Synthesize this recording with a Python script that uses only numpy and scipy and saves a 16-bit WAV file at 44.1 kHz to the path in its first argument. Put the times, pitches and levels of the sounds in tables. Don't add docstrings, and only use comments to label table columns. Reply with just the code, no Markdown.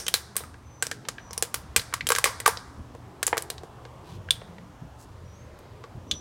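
import sys
import numpy as np
from scipy import signal
from scipy.fft import rfft, irfft
from scipy.io import wavfile
from scipy.ndimage import uniform_filter1d

SR = 44100
rng = np.random.default_rng(int(sys.argv[2]) if len(sys.argv) > 2 else 0)


def generate_wav(signal):
    frames = np.transpose(np.atleast_2d(signal))
    scaled = np.clip(frames, -1, 1) * 32767
    pcm = np.round(scaled).astype(np.int16)
    wavfile.write(sys.argv[1], SR, pcm)


N = 273759

# start in seconds, level in dB over 10 ms, facet pitch in Hz, crease pitch in Hz,
# then crease, crackle and can air in dB re the facet, and patio echo in dB re the direct sound.
BUCKLES = [(-0.03, -14.5, 5800, 8800, -3.5, -17, -10, -12.5),
           (0.066, -30.5, 3090, 6200, -2, -9.5, -5, -17.5),
           (0.082, -22.5, 3200, 9000, -9, -9.5, -14, -15.5),
           (0.1407, -15.5, 4060, 9400, -22, -10, -7.5, -12), (0.356, -41, 1040, 7900, -23, -16, -0.5, -4),
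           (0.3663, -22, 8760, 11500, -4.5, -13.5, -10, -10.5), (0.406, -40.5, 1030, 3800, -5, -21, 7, -8),
           (0.4371, -41.5, 1230, 9000, -24, -20, -11, -11), (0.5426, -48, 1490, 4800, -20, -18, -5, -17),
           (0.8249, -21, 1520, 7900, 2.5, -8.5, -2, -14), (0.8681, -31, 5650, 7900, -3, -10.5, -3, -17),
           (0.914, -28.5, 1650, 6500, -15, -9.5, 1, -14), (1.0515, -45.5, 1010, 3180, -8, -1, 6, -11),
           (1.086, -27, 1150, 6600, -2, -4.5, -3, -15.5), (1.1831, -38, 1720, 2550, -23, -10, -23.5, -12),
           (1.3084, -39.5, 1120, 5700, 2.5, -16, 7, -13.5), (1.332, -37, 5730, 9100, -2.5, -8, -17.5, -12),
           (1.378, -27, 5600, 9500, 2, -14, -1.5, -17.5), (1.4247, -20, 7280, 9100, -1.5, -7.5, 3, -15.5),
           (1.5429, -24.5, 1360, 10200, -3, -5.5, 1, -12),
           (1.763, -12.5, 2470, 8150, -3, -5.5, -9.5, -14.5), (1.7947, -30.5, 1680, 4100, 11, 0, 0, -17),
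           (1.9268, -37.5, 1210, 3100, -24.5, -22, -13, -8.5),
           (1.9388, -23, 1200, 7700, -15.5, -11, -13, -15.5),
           (2.0082, -28.5, 2100, 3780, -26, -21, -23.5, -18), (2.069, -24, 3130, 7700, -5, -9, -8, -17),
           (2.0892, -22.5, 3900, 10200, 2, -5.5, -3.5, -13), (2.1035, -18, 1197, 9300, -12.5, -14, 0, -13),
           (2.1199, -17, 1230, 7800, -6.5, -12.5, -8, -17), (2.1508, -25, 1150, 5800, -1, 5, 5, -7),
           (2.1616, -25, 1700, 10040, -15.5, -15.5, -23.5, -18),
           (2.1846, -21.5, 1090, 8680, -7, -12, -10.5, -15),
           (2.2421, -14.5, 2150, 8340, -8, -11.5, -6.5, -8),
           (2.2577, -22.5, 1090, 4800, -12, -19, -0.5, -6), (2.402, -31.5, 1960, 8460, 1, -8, -3.5, -16),
           (2.458, -34, 1220, 3830, -3, -5.5, -19, -19), (2.4613, -12, 1190, 8500, -17, -15, -11, -12),
           (2.4775, -15, 880, 9740, -9.5, -17, -4, -14.5), (2.5722, -35, 3880, 4900, 1.5, -9, 0, -13),
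           (2.9499, -41.5, 1040, 7000, -20, -16.5, 15.5, -18),
           (3.2292, -22.5, 1590, 8300, -3.5, -8.5, -2, -18),
           (3.2669, -20, 7260, 10000, -3, -18.5, -30.5, -15.5),
           (3.2774, -27, 985, 8000, -7, -7, -1.5, -12.5), (3.3295, -19, 836, 1940, -2.5, -15, 3.5, -13),
           (3.3704, -29, 1120, 9000, -15, -18, 0, -13), (3.3789, -23.5, 1700, 8300, -22, -3, 6, -17),
           (3.4231, -34.5, 8100, 10500, -2, -12, -6, -18), (3.502, -29, 3950, 8600, -1.5, -7, 0.5, -15.5),
           (3.5812, -44, 3910, 5000, -23, -10, -11, -15),
           (3.6345, -38, 1000, 6940, -27, -14.5, 16.5, -10.5),
           (3.8521, -42.5, 1600, 3960, -4, -3.5, 15.5, -15),
           (4.2878, -38.5, 1560, 2010, -32, -38, -10, -24),
           (4.3073, -14.5, 3473, 8800, -10, -22, -26, -18.5),
           (4.416, -41.5, 950, 2760, -17, -9.5, 8.5, -21), (4.5834, -47, 1944, 3400, -15, -16, 2, -25),
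           (5.59, -57, 4010, 13400, 3, 10, -5, -11), (5.8392, -40, 1136, 4150, -19, -14, 2.5, -17),
           (6.1128, -21.5, 3450, 6300, -10.5, -23.5, -24, -17)]
# multiple of the facet pitch, level in dB re the bending mode.
FACET_OVERTONES = [(1.38, -9), (1.85, -8.5)]
# centre in Hz, width in Hz, level in dB re the flat response.
HOLLOW_RINGS = [(469.5, 35, 3), (952, 72, -1.5), (1120, 45, -0.5), (1605, 120, 2.5), (2320, 41, -1),
                (3380, 23, -2)]
# start in seconds, length in seconds, rms level in dB, centre in Hz.
FINGER_SLIDES = [(4.011, 0.2, -59, 3180), (4.973, 0.09, -59.5, 6700)]
# low and high edge in Hz, level in dB re early echoes, T60 in seconds.
TAIL_BANDS = [(686, 2400, -11.5, .65), (2400, 6600, -11, 0.63), (6000, 9400, -21, .57)]
# time in seconds, peak in dB.
HAND_BUMPS = [(1.776, -30.5), (2.038, -33.5), (2.79, -31.5), (4.828, -33), (5.239, -41), (5.409, -41),
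              (5.959, -31), (6.128, -32.5)]
# start in seconds, length in seconds, start and end pitch in Hz, rms level in dB.
BIRD_WHISTLES = [(0.575, 0.47, 6100, 6020, -66), (1.146, .22, 5960, 5920, -65),
                 (5.205, 0.21, 5790, 5770, -70.5), (5.314, 0.162, 6370, 6400, -70),
                 (6.056, 0.27, 5910, 6000, -52)]
# frequency in Hz, relative density in dB.
GARDEN_SPECTRUM = [(15, -40.5), (30, -19.5), (50, -9), (80, -1.5), (120, -6.5), (220, -14.5), (480, -16.5),
                   (1050, -19), (1500, -27), (2400, -32.5), (4400, -37.5), (6400, -39.5), (16000, -52.5)]
# time in seconds, gain in dB.
BACKGROUND_GAIN = [(0, -1.3), (1.8, 2.5), (6.2, 1.56)]

FFT_SIZE = 4096
BIN_HZ = np.maximum(np.fft.rfftfreq(FFT_SIZE, 1 / SR), 1)
CAN_AIR_HZ, CAN_AIR_WIDTH_HZ = 492, 300
SMALL_FACET_HZ = 2530
SNAP_SHARE, SNAP_SHARE_PER_OCTAVE = 0.45, 0.11
PING_DB, PING_DB_PER_CRACKLE_DB, PING_TOP_HZ, PING_WIDTH_HZ = -3.5, -0.4, 4800, 110


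def crumple(lead_s=0.1, crackle_top_ratio=1.36, spill_db=6, settle_db=-29, settle_s=0.03):
    direct, thrown = np.zeros((2, N + int(lead_s * SR)))
    hollow = hollow_can()
    for start_s, db, facet_hz, crease_hz, crease_db, crackle_db, air_db, echo_db in BUCKLES:
        at_s = start_s + lead_s
        gain = np.sqrt(SR / 100) * undb(db)
        share = SNAP_SHARE + SNAP_SHARE_PER_OCTAVE * np.log2(facet_hz / SMALL_FACET_HZ)
        modes = facet_modes(facet_hz) + [(crease_hz, crease_db)]
        top_hz = crackle_top_ratio * crease_hz
        wall = can_wall(crackle_db, top_hz, air_db, modes) * hollow
        crack = irfft(snap_through(share) * wall * near_bounces())
        add(direct, at_s, unit(crack) * gain)
        all_round = can_wall(crackle_db + spill_db, top_hz, air_db, modes) * hollow
        add(thrown, at_s, unit(irfft(all_round)) * gain * undb(echo_db))
        for _ in range(3):
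            tick = unit(band(irfft(snap_through(share) * wall), 500, 4900, order=1))
            lateness = rng.gamma(2, 0.5)
            tick_gain = undb(settle_db + 3 * rng.standard_normal()) * np.exp(1 - lateness)
            add(direct, at_s + settle_s * lateness, tick * gain * tick_gain)
    return direct, thrown


def snap_through(share, snap_s=0.0002, chatter_s=0.0028, grain_db=4):
    t = np.arange(FFT_SIZE) / SR
    snap, chatter = rng.standard_normal((2, FFT_SIZE))
    share = np.clip(share, 0, 1)
    snap = unit(snap * np.exp(-t / snap_s))
    chatter *= undb(grain_db * walk(4000, FFT_SIZE))
    chatter = unit(chatter * np.exp(-t / chatter_s) * (1 - np.exp(-t / snap_s)))
    force = rfft(np.sqrt(share) * snap + np.sqrt(1 - share) * chatter)
    smooth_power = uniform_filter1d(np.abs(force) ** 2, size=45)
    return force * minimum_phase(smooth_power ** -0.5)


def facet_modes(hz):
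    fade_db = -20 * np.log10(1 + (hz / SMALL_FACET_HZ) ** 4)
    return [(hz, 0)] + [(hz * ratio, db + fade_db) for ratio, db in FACET_OVERTONES]


def can_wall(crackle_db, top_hz, air_db, modes, hand_damping=16, radiate_hz=1100):
    power = undb(crackle_db) ** 2 / (1 + (BIN_HZ / top_hz) ** 8) / (1 + (radiate_hz / BIN_HZ) ** 4)
    power += (undb(air_db) * resonance(CAN_AIR_HZ, CAN_AIR_WIDTH_HZ)) ** 2
    for hz, db in modes:
        power += (undb(db) * resonance(hz, hand_damping * np.sqrt(hz))) ** 2
    bending_hz = modes[0][0]
    power += facet_ping(bending_hz, crackle_db) ** 2
    return minimum_phase(np.sqrt(power))


def facet_ping(hz, crackle_db):
    gain = undb(PING_DB + PING_DB_PER_CRACKLE_DB * crackle_db) / (1 + (hz / PING_TOP_HZ) ** 6)
    return gain * resonance(hz, PING_WIDTH_HZ)


def hollow_can():
    ring_power = sum(undb(db) ** 2 * resonance(hz, width_hz) for hz, width_hz, db in HOLLOW_RINGS)
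    return minimum_phase(np.sqrt(1 + ring_power))


def near_bounces(chest_s=0.0018, chest_db=-11, table_s=0.006, table_db=-16):
    lags_s = np.array([chest_s, table_s]) * rng.uniform(0.5, 1.5, 2)
    delays = np.exp(-2j * np.pi * np.outer(lags_s, BIN_HZ))
    return 1 + undb([chest_db, table_db]) @ delays


def patio(x, first_s=0.0088, early_t60_s=0.18, grain_db=4, slap_db=-10, slap_s=0.014):
    t = np.arange(SR * 3 // 4) / SR
    early, grain, tail = rng.standard_normal((3, len(t)))
    echoes = unit(early * undb(grain_db * grain) * decay(t, early_t60_s))
    for lo_hz, hi_hz, db, t60_s in TAIL_BANDS:
        echoes += undb(db) * unit(band(tail, lo_hz, hi_hz) * decay(t, t60_s))
    response = np.r_[np.zeros(int(first_s * SR)), echoes]
    response[int(slap_s * SR)] += undb(slap_db)
    return signal.fftconvolve(x, response)[:len(x)]


def fingers(slips_per_s=2500, scatter_db=4, edge_ratio=1.42):
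    out = np.zeros(N)
    for start_s, length_s, db, hz in FINGER_SLIDES:
        n = int(length_s * SR)
        slips = (rng.random(n) < slips_per_s / SR) * undb(scatter_db * rng.standard_normal(n))
        rustle = band(slips, hz / edge_ratio, hz * edge_ratio, order=1)
        add(out, start_s, at_rms(rustle * signal.windows.tukey(n, 0.8), db))
    return out


def hand_bumps(rise_s=0.016, lo_hz=45, hi_hz=170):
    out, t = np.zeros(N), np.arange(SR // 5) / SR
    for time_s, peak_db in HAND_BUMPS:
        bump = band(rng.standard_normal(len(t)) * t * np.exp(-t / rise_s), lo_hz, hi_hz)
        add(out, time_s - rise_s, bump / np.abs(bump).max() * undb(peak_db))
    return out


def bird(waver_hz=55, flutter_db=2, hedge_t60_s=0.12, hedge_db=-4):
    out, t = np.zeros(N), np.arange(SR // 10) / SR
    for start_s, length_s, start_hz, end_hz, db in BIRD_WHISTLES:
        n = int(length_s * SR)
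        hz = np.linspace(start_hz, end_hz, n) + waver_hz * walk(300, n)
        envelope = signal.windows.tukey(n, 0.8) * undb(flutter_db * walk(54, n))
        whistle = np.sin(2 * np.pi * np.cumsum(hz) / SR) * envelope
        leaves = unit(rng.standard_normal(len(t)) * decay(t, hedge_t60_s))
        path = (t == 0) + undb(hedge_db) * leaves
        add(out, start_s, at_rms(signal.fftconvolve(whistle, path), db))
    return out


def garden(base_db=-48, flicker_db=3.5, smooth_hz=1200):
    points_hz, points_db = np.transpose(GARDEN_SPECTRUM)
    hz, air = np.fft.rfftfreq(N, 1 / SR), np.zeros(N)
    shape_db = np.interp(np.log(hz + 1), np.log(points_hz), points_db)
    spectrum = rfft(rng.standard_normal(N)) * undb(shape_db)
    for lo_hz in 20 * 2 ** (np.arange(20) / 2):
        in_band = (hz >= lo_hz) & (hz < lo_hz * np.sqrt(2))
        waver = undb(flicker_db / (1 + lo_hz / smooth_hz) * walk(7))
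        air += irfft(spectrum * in_band, N) * waver
    return at_rms(air, base_db)


def motor(t, hz=119.5, base_db=-58, waver_db=0.5):
    return at_rms(np.sin(2 * np.pi * hz * t) * undb(waver_db * walk(1.4)), base_db)


def undb(db):
    return 10 ** (np.asarray(db) / 20)


def unit(x):
    return x / np.sqrt(np.sum(x ** 2))


def at_rms(x, db):
    return unit(x) * np.sqrt(len(x)) * undb(db)


def decay(t, t60_s):
    return np.exp(-np.log(1000) * t / t60_s)


def add(track, start_s, sound):
    start = int(np.clip(start_s * SR, 0, len(track) - 1))
    track[start:start + len(sound)] += sound[:len(track) - start]


def band(x, lo_hz, hi_hz, order=2):
    return signal.sosfilt(signal.butter(order, [lo_hz, hi_hz], "band", fs=SR, output="sos"), x)


def walk(rate_hz, size=N):
    hold = int(SR / rate_hz)
    steps = np.repeat(rng.standard_normal(size // hold + 1), hold)
    return np.sqrt(2) * uniform_filter1d(uniform_filter1d(steps, hold), hold)[:size]


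def resonance(hz, width_hz):
    return 1 / (1 + ((BIN_HZ ** 2 - hz ** 2) / (BIN_HZ * width_hz)) ** 2)


def minimum_phase(gain):
    cepstrum = irfft(np.log(gain + 1e-5 * gain.max()))
    cepstrum[1:FFT_SIZE // 2] *= 2
    cepstrum[FFT_SIZE // 2 + 1:] = 0
    return np.exp(rfft(cepstrum))


def scene():
    t = np.arange(N) / SR
    direct, thrown = crumple()
    can = (direct + patio(thrown))[-N:]
    background_gain = undb(np.interp(t, *np.transpose(BACKGROUND_GAIN)))
    return (can + fingers() + hand_bumps() + bird() + (garden() + motor(t)) * background_gain)[None]


def record(dry):
    ceiling, top_hz = 1.3, 16000
    low_pass = signal.ellip(10, 0.2, 70, top_hz, fs=SR, output="sos")
    return signal.sosfilt(low_pass, ceiling * np.tanh(dry / ceiling))


dry = scene()
out = record(dry)
generate_wav(out)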